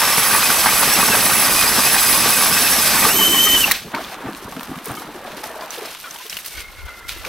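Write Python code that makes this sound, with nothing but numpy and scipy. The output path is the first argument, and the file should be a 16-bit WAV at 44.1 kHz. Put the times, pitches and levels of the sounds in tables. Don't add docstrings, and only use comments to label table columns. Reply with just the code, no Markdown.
import sys
import numpy as np
from scipy import signal
from scipy.fft import rfft, irfft, next_fast_len
from scipy.io import wavfile
from scipy.ndimage import uniform_filter1d, map_coordinates

SR = 44100
rng = np.random.default_rng(int(sys.argv[2]) if len(sys.argv) > 2 else 0)


def generate_wav(sig):
    pcm = np.round(np.clip(np.atleast_2d(sig).T, -1, 1) * 32767).astype(np.int16)
    wavfile.write(sys.argv[1], SR, pcm)


N = 321048

# start_s, pitch_hz, overtone_db
MESH_CUTTING = [(0, 2640, -27), (.2, 2675, -25.5), (.3, 2555, -31), (.86, 2520, -33), (.94, 2764, -23),
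                (1.0, 2505, -36), (1.1, 2690, -28), (1.2, 2500, -32), (1.38, 2540, -36), (1.44, 2660, -29),
                (1.475, 2400, -33), (1.52, 2467, -28), (1.65, 2475, -27), (1.78, 2670, -26),
                (1.82, 2427, -25), (1.94, 2640, -31), (2.0, 2475, -29), (2.15, 2507, -26),
                (2.4, 2570, -27.5), (2.52, 2507, -28), (2.64, 2693, -28), (2.7, 2550, -22),
                (2.755, 2820, -24), (2.84, 2460, -28), (2.96, 2475, -30), (3.04, 2570, -29),
                (3.07, 2493, -29)]
# centre_s, pitch_drop_hz, length_s, level_drop_db
CATCHES = [(2.996, 300, .015, 0), (3.138, 7.8, 0.0098, 8), (3.228, 110, 0.0073, -3),
           (3.296, 10, 0.017, 6.5), (3.322, 77, 0.0091, 2), (3.379, 117, 0.013, 2), (3.574, 124, .0084, 3),
           (3.599, 9.2, 0.011, 10), (3.635, 350, 0.011, 2), (3.653, 350, .007, 5), (3.675, 370, 0.0073, 0)]
# start_db, deepening_db_per_s, burst_db, free_db, braking_db_per_s, dying_db_per_s
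CUT_LAYERS = dict(shudder=(-31.5, 1.07, 5, -28, 47, 33.5), scrape=(-21.5, -1, 5.5, -25.5, 32, 134),
              chips=(-21, 0, 0.5, -24, 30, 118), hiss=(-19.5, 0.5, 0, -18.5, 102, 149))
# start_s, push_db
PUSH = [(0, -1), (.5, -0.5), (1.0, 1.5), (1.3, 0.5), (2.0, -1), (2.45, 0), (2.7, -1), (2.9, -2.5)]
# freq_hz, density_db
SHUDDER_SPECTRUM = [(15, -40), (25, -9), (54, -10), (86, -6.5), (120, -2.5), (216, -2.5), (362, -2.5),
                    (600, -7), (780, -9), (1320, -120)]
SCRAPE_SPECTRUM = [(300, -33), (550, -6), (900, -7.5), (2000, -7), (2600, -6.5), (4000, -83)]
CHATTER_SPECTRUM = [(350, -40), (700, -0.5), (1300, -0.5), (2500, -5), (4000, -42)]
CHIP_SPECTRUM = [(1200, -11), (2400, -1), (4000, 0), (5600, -2), (6600, -4.5), (7200, -19), (9000, -44)]
HISS_SPECTRUM = [(3000, -36), (6000, -3), (7100, -5.5), (8700, -1.5), (11500, -1.5), (14000, -6.5),
                 (16500, -15)]
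# mode_hz, width_hz, gain_db
SHAFT_MODES = [(224, 100, -3), (438, 30, -5), (883, 190, -2), (1162, 150, 3.5), (1523, 115, -3.5),
               (1860, 95, -1.5)]
HOUSING_MODES = [(7890, 220, 3.5), (12700, 260, -5), (13170, 380, 5), (15300, 210, -20.5)]
# start_s, level_db
HUM_LEVELS = [(3.1, -33), (3.19, -25), (3.27, -31), (3.31, -25.5), (3.38, -33.5), (3.55, -31.5),
              (3.65, -40)]
# start_s, level_db, pitch_hz
KNOCKS = [(3.06, -10.5, 449.6), (3.186, -13, 885), (3.21, -10.5, 1140), (3.343, -11.5, 1080),
          (3.468, -13.5, 1247), (3.655, -17.5, 1054), (3.677, -16.5, 820), (3.94, -13, 926),
          (4.25, -21.5, 270), (4.265, -24, 125), (4.277, -22.5, 1190), (4.285, -21, 305), (4.567, -17, 254),
          (4.45, -27, 95), (4.696, -27, 120), (4.863, -21.5, 442), (4.895, -20.5, 282), (4.905, -20.5, 121),
          (4.13, -27, 755), (4.715, -24, 266), (4.97, -21, 1243), (5.085, -25.5, 297), (5.151, -22.5, 353),
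          (5.246, -22.5, 740), (5.275, -25, 617), (5.335, -27, 610), (5.433, -20, 860), (5.501, -22, 650),
          (5.56, -25, 625), (5.59, -28, 623), (5.619, -23, 1025), (5.632, -22, 643), (5.779, -22, 467),
          (5.819, -21.5, 429), (5.825, -27, 653), (5.849, -26, 660), (6.04, -23.5, 1456),
          (6.07, -27.5, 1340), (6.2, -29.5, 1007), (6.252, -30, 434), (6.879, -27, 1470), (7.16, -31, 344)]
# full_s, hold_s, gulp_db, splash_db
SURGES = [(3.94, 0.041, -33.5, -29.5), (4.12, 0.12, -66, -37.5), (4.25, 0.044, -33, -38.5),
          (4.45, .03, -40, -43), (4.57, 0.014, -39, -42), (4.7, 0.038, -33.5, -40),
          (4.87, 0.049, -33.5, -33.5), (5.01, 0.079, -41.5, -42), (5.15, 0.03, -44, -49),
          (5.25, 0.15, -41.5, -44), (5.44, 0.12, -48, -40), (5.6, 0.11, -59, -38.5),
          (5.79, 0.078, -41.5, -39.5), (6.04, 0.11, -62, -41), (6.58, 0.023, -48, -47),
          (6.87, 0.046, -67, -41.5), (7.25, .03, -38, -33)]
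# start_s, gulp_db, splash_db
TRICKLE = [(3.8, -59, -36.5), (4.2, -44.5, -38), (5.7, -59, -38.5), (6.0, -61, -48), (7.28, -50, -44.5)]
# start_s, gulp_hz, splash_hz
HOLE_PITCHES = [(4.9, 253, 1000), (5.2, 340, 821), (5.6, 330, 770), (5.8, 444, 734), (6.05, 380, 1230)]
# freq_hz, density_db
SPLASH_SPECTRUM = [(60, -60), (130, -17), (300, -9.5), (520, -6.5), (1150, -5), (1700, -7.5), (2500, -15),
                   (4000, -20), (6000, -56)]
# full_s, hold_s, crunch_db, fizz_db
RUSTLES = [(3.74, 0.013, -24, -35), (3.95, 0.19, -39, -45.5), (4.3, 0.48, -53, -47),
           (4.85, 0.05, -43, -40.5), (4.955, 0.077, -48, -40.5), (5.27, 0.047, -40.5, -51),
           (5.37, 0.013, -40, -39), (5.44, 0.017, -36.5, -34.5), (5.56, 0.15, -48, -47.5),
           (5.72, 0.24, -38, -41), (6.0, 0.28, -42.5, -42), (6.3, 0.11, -42, -39.5),
           (6.45, 0.031, -37, -34.5), (6.51, 0.056, -44, -42), (6.575, 0.032, -35.5, -38),
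           (6.87, 0.028, -45, -64), (7.085, 0.017, -29.5, -37.5), (7.15, .08, -43, -49),
           (7.25, .03, -36, -43)]
# freq_hz, density_db
CRUNCH_SPECTRUM = [(300, -90), (900, -19), (1500, -7), (2500, -2), (4000, -4), (6000, -11.5), (9000, -17.5)]
FIZZ_SPECTRUM = [(2650, -10.5), (4500, -2.5), (6220, -1), (6980, -6.5), (8690, -1.5), (12100, -2.5),
                 (13200, 2.5), (15700, -21)]
# start_s, level_db, pitch_hz, treble_db
SNAPS = [(3.712, -6, 2005, 5), (3.717, -7.5, 4020, 6), (3.724, -16, 2320, -9), (3.917, -26, 890, -20),
         (3.9478, -16, 2070, -22), (3.952, -28, 4470, -10), (4.046, -26, 3500, -10),
         (3.9789, -30, 1810, -21), (4.522, -22.5, 1110, -9), (4.565, -23, 1300, -15),
         (4.608, -22, 1100, -7), (4.6307, -23, 1090, -3), (4.757, -24, 1190, -13), (4.787, -28, 1900, -15),
         (4.8437, -32, 9060, 4), (4.857, -26.5, 10400, 8), (4.8831, -32, 9400, 6), (4.9156, -35, 9000, 8),
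         (4.9515, -35, 4900, 10), (4.997, -33, 4020, 2), (5.2466, -39, 2030, -11), (5.271, -30, 2130, -24),
         (5.439, -27, 1780, -15), (5.609, -29.5, 4600, -10), (5.7056, -22.5, 6100, -6),
         (5.7816, -31, 3550, 5), (5.8565, -27, 5100, 0), (5.852, -26, 2170, -19), (6.109, -24, 6100, -16),
         (6.16, -28, 3170, -13), (6.1867, -32, 2910, 3), (6.265, -30, 3120, 3), (6.2978, -21.5, 5500, -15),
         (6.3272, -20, 2850, -18), (6.3685, -17, 2850, -1), (6.3885, -27, 2200, 5), (6.4543, -37, 2190, -5),
         (6.4606, -26, 4450, 9), (6.5709, -30, 4250, -5), (7.0868, -37, 2210, -13),
         (7.2499, -20, 2390, -22)]
# start_s, second_harmonic_db, third_harmonic_db
FAR_LEVELS = [(6.5, -53, -46), (6.6, -40, -39), (6.66, -50, -39), (6.73, -54, -50), (6.8, -45, -43),
              (6.9, -43, -41), (7.0, -45, -47), (7.26, -48, -48)]
# start_s, level_db
BUFFET_LEVELS = [(0, -55), (3.7, -42), (3.85, -54), (5.0, -63), (6.45, -74), (6.58, -38), (6.63, -48),
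                 (6.75, -46), (6.79, -36), (6.82, -41), (6.855, -33), (6.9, -50), (6.96, -59), (7.28, -50)]
# start_s, opposed_gain
BUFFET_OPPOSED = [(5.0, .1), (5.4, .8)]
# freq_hz, density_db
AIR_SPECTRUM = [(20, 7), (60, 3), (200, 6), (500, -26), (1500, -30), (4000, -70)]
# freq_hz, correlation
AUGER_LIKENESS = [(60, .99), (130, .996), (400, .995), (700, .99), (1400, .994), (3100, .93), (6800, .7),
                  (15000, .7)]
AROUND_LIKENESS = [(60, .95), (200, .99), (400, .993), (1400, .985), (2400, .94), (4400, .75), (8000, .45),
                   (15000, .35)]
# freq_hz, balance_db
AUGER_BALANCE = [(60, 0), (1400, 0), (3000, .6), (6000, .2), (9000, -2.6), (13000, -4), (16000, -4)]
AROUND_BALANCE = [(60, 0), (2400, 0), (4400, .5), (8000, -1), (15000, -1.5)]
# freq_hz, lead_rad
AUGER_LEAD = [(0, 0), (3450, 0), (9300, 1), (11600, 0.42), (12000, 0.4), (13600, 0.71), (14200, 0.83),
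              (15400, 0.3)]

THROUGH_S, SPIN_UP_S, BRAKE_S, STOP_S = 3.07, 0.082, 3.614, 3.71
BURST_S, BURST_LENGTH_S = 3.036, 0.15
MESH_FREE_HZ, MESH_CUTTING_FREE_DB, OVERTONE_FREE_DB = 3078, (-31, -15.5), -30
MESH_SING_UP_S = 0.18
BRAKE_HZ_PER_S, BRAKE_DB_PER_S = 670, 113
CASE_HZ, CASE_WIDTH_HZ, CASE_DB = 2440, 75, 2.5
STAGE_RATIO = .617
STAGE_DB, STAGE_DB_PER_S, STAGE_FREE_DB = -37.5, 2.4, -35.5
WHINE_CUTTING_FREE_HZ, WHINE_CUTTING_FREE_DB = (10070, 12130), (-23, -25.5)
WHINE_HZ_PER_MESH_HZ = 3
BITE_HZ, FIRST_BITE_S, BITE_DECAY = 6.28, .015, 2.5
SCRAPE_BITE_DB, SCRAPE_BITE_LOSS_DB_PER_S = 0.92, 0.3
CHATTER_DB, CHATTER_LOSS_DB_PER_S, CHATTERS_PER_S, CHATTER_BURST_DB = -24, 1.6, 450, 6
KNOCK_T60_S, SNAP_T60_S = 0.069, 0.027
SURGE_RISE_S, SURGE_FALL_S = 0.02, 0.061
RUSTLE_RISE_S, RUSTLE_FALL_S, IDLE_CRUNCH_DB, IDLE_FIZZ_DB = 0.0072, 0.033, -46.5, -49.5
TICKS_PER_S, TICK_DB = 70, -7
FAR_START_S, FAR_END_S, FAR_HZ, FAR_SAG_HZ_PER_S = 6.5, 7.26, 734, 77
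TOP_HZ = 15780


def gears():
    free = running_free()
    cutting_hz, overtone_db = curves(MESH_CUTTING)
    brake_chatter = window(3.635, 4, .01)
    load = np.maximum(between((.85, .12), free ** 2), .9 * brake_chatter)

    hz = between((cutting_hz, MESH_FREE_HZ), free) - BRAKE_HZ_PER_S * since(BRAKE_S)
    jitter = (.004 + .014 * load) * wobble(35)
    jitter += .07 * window(3.632, 4, .008) * wobble(500)
    drag_hz = sum(drop_hz * bump(s, length) for s, drop_hz, length, _ in CATCHES)
    hz = hz * (1 + jitter) - drag_hz

    dip_db = sum(db * bump(s, length) for s, _, length, db in CATCHES)
    dip_db += BRAKE_DB_PER_S * since(BRAKE_S + 0.016)
    first_db = between(MESH_CUTTING_FREE_DB, window(THROUGH_S, 9, MESH_SING_UP_S)) - dip_db
    first_db -= 5 * window(3.645, 4, .01)
    first_db += CASE_DB * np.exp(-((hz - CASE_HZ) / CASE_WIDTH_HZ) ** 2)
    first_db += 4.4 * load * wobble(29.83)
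    second_db = between((overtone_db, OVERTONE_FREE_DB), free) - dip_db + 2.5 * wobble(35)
    stage_db = between((STAGE_DB + STAGE_DB_PER_S * since(0), STAGE_FREE_DB), free)
    stage_db += 4.5 * wobble(35)

    tones = amp(first_db) * fuzzy_tone(hz, load, blur_hz=95.3)
    tones += amp(second_db) * fuzzy_tone(2 * hz, between((.9, .6), free), blur_hz=340)
    stage = fuzzy_tone(STAGE_RATIO * hz, .97, blur_hz=150)
    tones += amp(stage_db) * window(-1, 3.63, .02) * stage
    return tones * window(-1, STOP_S, 0.018)


def motor():
    free = running_free()
    hz = between(WHINE_CUTTING_FREE_HZ, free)
    level_db = between(WHINE_CUTTING_FREE_DB, free) - 50 * since(BRAKE_S)
    mesh_hz = curves(MESH_CUTTING)[0]
    hz = hz + WHINE_HZ_PER_MESH_HZ * (mesh_hz - np.median(mesh_hz)) * (1 - free)
    turn_rad = 2 * np.pi * np.cumsum(hz / 164) / SR
    jitter = between((.014, .005), free) * wobble(70)
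    flutter_hz = hz * (1 + 0.011 * np.sin(turn_rad) + jitter)
    strands = fuzzy_tone(flutter_hz, 1, blur_hz=950)
    strands += amp(-10.5) * fuzzy_tone(flutter_hz * 5 / 4, 0.88, blur_hz=814)
    strands += amp(-10.0) * fuzzy_tone(flutter_hz * 3 / 2, .98, blur_hz=800)
    level_db = level_db + 2.6 * np.sin(turn_rad) + 3.04 * wobble(24.73)
    return amp(level_db) * strands * window(-1, STOP_S, 0.015)


def blades():
    shudder_db, scrape_db, chip_db, hiss_db = [cut_level(*row) for row in CUT_LAYERS.values()]
    push_db, = curves(PUSH)
    phase = (BITE_HZ * (np.arange(N) / SR - FIRST_BITE_S)) % 1
    attack = uniform_filter1d(np.exp(-BITE_DECAY * phase), size=900)
    bite = unit(attack - attack.mean()) + 0.35 * wobble(25)

    shudder = grit(SHUDDER_SPECTRUM, spike_db=3, lump_db=2.5, lumps=32)
    shudder = unit(filtered(shudder, ringing(SHAFT_MODES, direct=0.68)))
    scrape = knotted(grit(SCRAPE_SPECTRUM, spike_db=1.5, lump_db=1.0, lumps=90), depth_db=2.5)
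    scrape = unit(filtered(scrape, ringing(SHAFT_MODES, direct=1.0)))
    chatter = knotted(sparks(CHATTERS_PER_S, spread_db=3, spectrum=CHATTER_SPECTRUM), depth_db=2.5)
    chatter = unit(filtered(chatter, ringing(SHAFT_MODES, direct=0.37)))
    chips = grit(CHIP_SPECTRUM, spike_db=1, lump_db=1.16, lumps=60)
    hiss = grit(HISS_SPECTRUM, spike_db=1.0, lump_db=1.1, lumps=45)
    hiss = unit(filtered(hiss, ringing(HOUSING_MODES, direct=0.89)))

    scrape_bite_db = (SCRAPE_BITE_DB - SCRAPE_BITE_LOSS_DB_PER_S * since(0)) * bite
    chatter_db = CHATTER_DB - CHATTER_LOSS_DB_PER_S * since(0) + 2.16 * bite + push_db
    chatter_db += CHATTER_BURST_DB * bump(BURST_S, BURST_LENGTH_S)
    sound = amp(shudder_db + 1.9 * push_db + 1.0 * bite) * shudder
    sound += amp(scrape_db + 0.38 * push_db + scrape_bite_db) * scrape
    sound += amp(chatter_db) * (1 - running_free()) * chatter
    sound += amp(chip_db + 0.46 * bite) * chips
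    return sound + amp(hiss_db) * hiss


def free_hum():
    hum = fuzzy_tone(250 * (1 + 0.0786 * wobble(19)), 0.99, blur_hz=149.8)
    hum += amp(-2.5) * fuzzy_tone(385 * np.ones(N), 1.0, blur_hz=120.3)
    return amp(curves(HUM_LEVELS)[0]) * hum * window(3.1, 3.65, 0.027)


def knocks():
    out, t = np.zeros(N + SR), np.arange(SR // 5) / SR
    for s, db, hz in KNOCKS:
        scatter = 0.0803 * rng.standard_normal(4) * (np.arange(4) > 0)
        modes_hz = hz * np.exp(np.array([0, 0.48, -0.27, 0.89]) + scatter)
        ring = amp([1.5, -7.5, -8.5, -8]) @ np.sin(2 * np.pi * modes_hz[:, None] * t)
        shape = amp(db - 60 * t / KNOCK_T60_S) * (1 - np.exp(-t / 0.0042))
        out[round(s * SR):][:len(t)] += shape * ring
    return out[:N]


def water():
    surge_gains = swells(SURGES, SURGE_RISE_S, SURGE_FALL_S)
    gulp_gain, splash_gain = np.hypot(surge_gains, amp(curves(TRICKLE)))
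    gulp_hz, splash_hz = curves(HOLE_PITCHES)
    gulp = bubbles(gulp_hz, count=1700, cycles=9, spread=0.27)
    burble = bubbles(splash_hz, count=1700, cycles=22.4, spread=0.26)
    splash = 0.6 * burble + 0.8 * grit(SPLASH_SPECTRUM, spike_db=3.0, lump_db=0.5, lumps=37)
    return (gulp_gain * gulp + splash_gain * splash) * window(3.81, 9, 0.14)


def bubbles(centre_hz, count, cycles, spread):
    draw = rng.standard_normal((count, 2))
    start = rng.integers(0, N, size=count)
    t = np.arange(SR // 16) / SR
    hz = (centre_hz[start] * np.exp(spread * draw[:, 0]))[:, None]
    age = t * hz / cycles
    size_db = 4.5 * draw[:, 1:]
    envelope = amp(size_db - 60 * age) * (1 - np.exp(-25 * age)) ** 2
    ring = envelope * np.sin(2 * np.pi * hz * t * (1 + 0.19 * age))
    spot = (start[:, None] + np.arange(len(t))).ravel()
    stream = unit(np.bincount(spot, ring.ravel(), N + len(t))[:N])
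    return np.array([stream, np.roll(stream, SR // 3)])


def rustle():
    idle = amp([[IDLE_CRUNCH_DB], [IDLE_FIZZ_DB]])
    crunch_gain, fizz_gain = np.hypot(swells(RUSTLES, RUSTLE_RISE_S, RUSTLE_FALL_S), idle)
    clump = wobble(30)
    crunch = amp(1.15 * clump) * grit(CRUNCH_SPECTRUM, spike_db=1.0, lump_db=1.5, lumps=140)
    crunch += amp(TICK_DB) * sparks(TICKS_PER_S, spread_db=6, spectrum=CRUNCH_SPECTRUM)
    fizz = amp(1.0 * clump) * grit(FIZZ_SPECTRUM, spike_db=1.0, lump_db=2.5, lumps=110)
    fizz += amp(TICK_DB) * sparks(TICKS_PER_S, spread_db=2, spectrum=FIZZ_SPECTRUM)
    return (crunch_gain * crunch + fizz_gain * fizz) * window(STOP_S, 9, 0.044)


def snaps():
    out, t = np.zeros((2, N + SR)), np.arange(SR // 5) / SR
    shape = amp(-60 * t / SNAP_T60_S) * (1 - np.exp(-t / 0.00031))
    for s, db, hz, treble_db in SNAPS:
        noise = rng.standard_normal((2, 2, len(t))) + 1j * rng.standard_normal((2, 2, len(t)))
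        carrier = np.exp(2j * np.pi * hz * t)
        ring = unit(np.real(uniform_filter1d(noise[0], size=100) * carrier))
        crack = unit(np.real(uniform_filter1d(noise[1], size=9) * carrier))
        edge = unit(np.diff(noise[1].imag, 2, prepend=[[0, 0]] * 2))
        burst = 0.78 * ring + 0.66 * crack + amp(treble_db) * edge
        even = np.linalg.norm(shape) * np.std(burst) / np.linalg.norm(shape * burst[0])
        out[:, round(s * SR):][:, :len(t)] += amp(db) * even * shape * burst
    return filtered(out[:, :N], lambda hz: (1j * hz / (600 + 1j * hz)) ** 2)


def far_whine():
    age_s = since(FAR_START_S)
    hz = (FAR_HZ - FAR_SAG_HZ_PER_S * age_s) * (1 + 0.012 * wobble(45))
    second_db, third_db = curves(FAR_LEVELS) + 1.5 * np.array([wobble(25), wobble(25)])
    tones = amp(second_db) * fuzzy_tone(2 * hz, .93, blur_hz=110)
    tones += amp(third_db) * fuzzy_tone(3 * hz, .93, blur_hz=160)
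    return tones * window(FAR_START_S, FAR_END_S, 0.051)


def buffet():
    low = [(12, -25), (30, -4.0), (55, -1.5), (110, -14), (300, -69)]  # freq_hz, density_db
    alike, opposed = grit(low, spike_db=4.5, lump_db=-0.5, lumps=20)
    opposed_gain, = curves(BUFFET_OPPOSED)
    level_db = curves(BUFFET_LEVELS)[0] + 4.6 * wobble(5.5)
    return amp(level_db) * (alike + opposed_gain * opposed * np.array([[1], [-1]]))


def still_air():
    return amp(-59.0) * grit(AIR_SPECTRUM, spike_db=1.5, lump_db=-5.5, lumps=14.0)


def running_free():
    return window(THROUGH_S, 9, SPIN_UP_S)


def cut_level(start_db, deeper, burst_db, free_db, braked, dying):
    steady_db = between((start_db + deeper * since(0), free_db), running_free())
    loss_db = braked * (since(BRAKE_S) - since(STOP_S)) + dying * since(STOP_S)
    return steady_db + burst_db * bump(BURST_S, BURST_LENGTH_S) - loss_db


def fuzzy_tone(hz, fuzz, blur_hz):
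    blur = np.array([wobble(blur_hz) + 1j * wobble(blur_hz) for _ in range(2)]) / np.sqrt(2)
    fuzz = np.clip(fuzz, 0, 1)
    clean = np.sqrt(1 - fuzz) * np.array([[1], [1j]])
    carrier = np.exp(2j * np.pi * np.cumsum(hz) / SR)
    return np.sqrt(2) * np.real((clean + np.sqrt(fuzz) * blur) * carrier)


def grit(spectrum, spike_db, lump_db, lumps):
    gain_db = spike_db * wobble(900) + lump_db * wobble(lumps)
    raw = rng.standard_normal((2, N)) * amp(gain_db)
    return unit(filtered(raw, lambda hz: amp(along(spectrum, hz))))


def sparks(rate, spread_db, spectrum):
    hit = (rng.random(N) < rate / SR) * amp(spread_db * rng.standard_normal(N))
    decay = amp(-60 * np.arange(SR // 100) / SR / .006)
    burst = signal.fftconvolve(hit, decay)[:N]
    return unit(filtered(burst * rng.standard_normal((2, N)), lambda hz: amp(along(spectrum, hz))))


def knotted(x, depth_db):
    z = signal.stft(x, nperseg=512)[2]
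    field = uniform_filter1d(rng.standard_normal(z.shape[1:]), size=3, axis=0)
    field = uniform_filter1d(field, size=4, axis=1)
    return signal.istft(z * amp(depth_db * unit(field)), nperseg=512)[1][:, :N]


def ringing(modes, direct):
    def response(f):
        return direct + sum(amp(db) * 1j * f * w / (c * c - f * f + 1j * f * w) for c, w, db in modes)
    return response


def swells(rows, rise, fall):
    def shape(s, hold):
        return np.clip(since(s - rise) / rise, 0, 1) * np.exp(-since(s + hold) / fall)
    return sum(np.outer(amp(dbs), shape(s, hold)) for s, hold, *dbs in rows)


def amp(db):
    return 10 ** (np.asarray(db) / 20)


def unit(x):
    return x / np.sqrt(np.mean(x ** 2) + 1e-20)


def along(points, hz):
    f, v = np.transpose(points)
    return np.interp(np.log(hz + 1), np.log(f + 1), v)


def curves(rows):
    s, *cols = np.transpose(rows)
    return [np.interp(np.arange(N) / SR, s, c) for c in cols]


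def window(start, end, fade):
    t = np.arange(N) / SR
    return np.clip((t - start) / fade, 0, 1) * np.clip((end - t) / fade, 0, 1)


def since(s):
    return np.maximum(np.arange(N) / SR - s, 0)


def between(pair, share):
    return pair[0] + (pair[1] - pair[0]) * share


def bump(s, length):
    return np.exp(-((np.arange(N) / SR - s) / length) ** 2)


def wobble(rate):
    knots = rng.standard_normal(int(N * rate / SR) + 4)
    return map_coordinates(knots, [np.arange(N) * rate / SR])


def filtered(x, response):
    m = next_fast_len(N + SR // 2)
    return irfft(rfft(x, m) * response(np.fft.rfftfreq(m, 1 / SR)), m)[..., :N]


def ports(pair, alike, lean, lead):
    side = np.array([[1], [-1]])

    def turn(hz):
        return np.arccos(np.clip(along(alike, hz), 0, 1)) / 2

    def place(hz):
        return amp(side * along(lean, hz) / 2) * np.exp(.5j * side * along(lead, hz))

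    shared = filtered(pair[0], lambda hz: place(hz) * np.cos(turn(hz)))
    return shared + filtered(pair[1], lambda hz: place(hz) * side * np.sin(turn(hz)))


def scene():
    drill = gears() + motor() + blades() + free_hum()
    auger = ports(drill, AUGER_LIKENESS, AUGER_BALANCE, AUGER_LEAD)
    surroundings = knocks() + water() + rustle() + snaps() + far_whine() + still_air()
    around = ports(surroundings, AROUND_LIKENESS, AROUND_BALANCE, [(0, 0)])
    return auger + around + buffet()


def record(dry):
    soft = dry / (1 + np.abs(dry) ** 6) ** (1 / 6)
    return filtered(soft, lambda hz: hz < TOP_HZ)


dry = scene()
out = record(dry)
generate_wav(out)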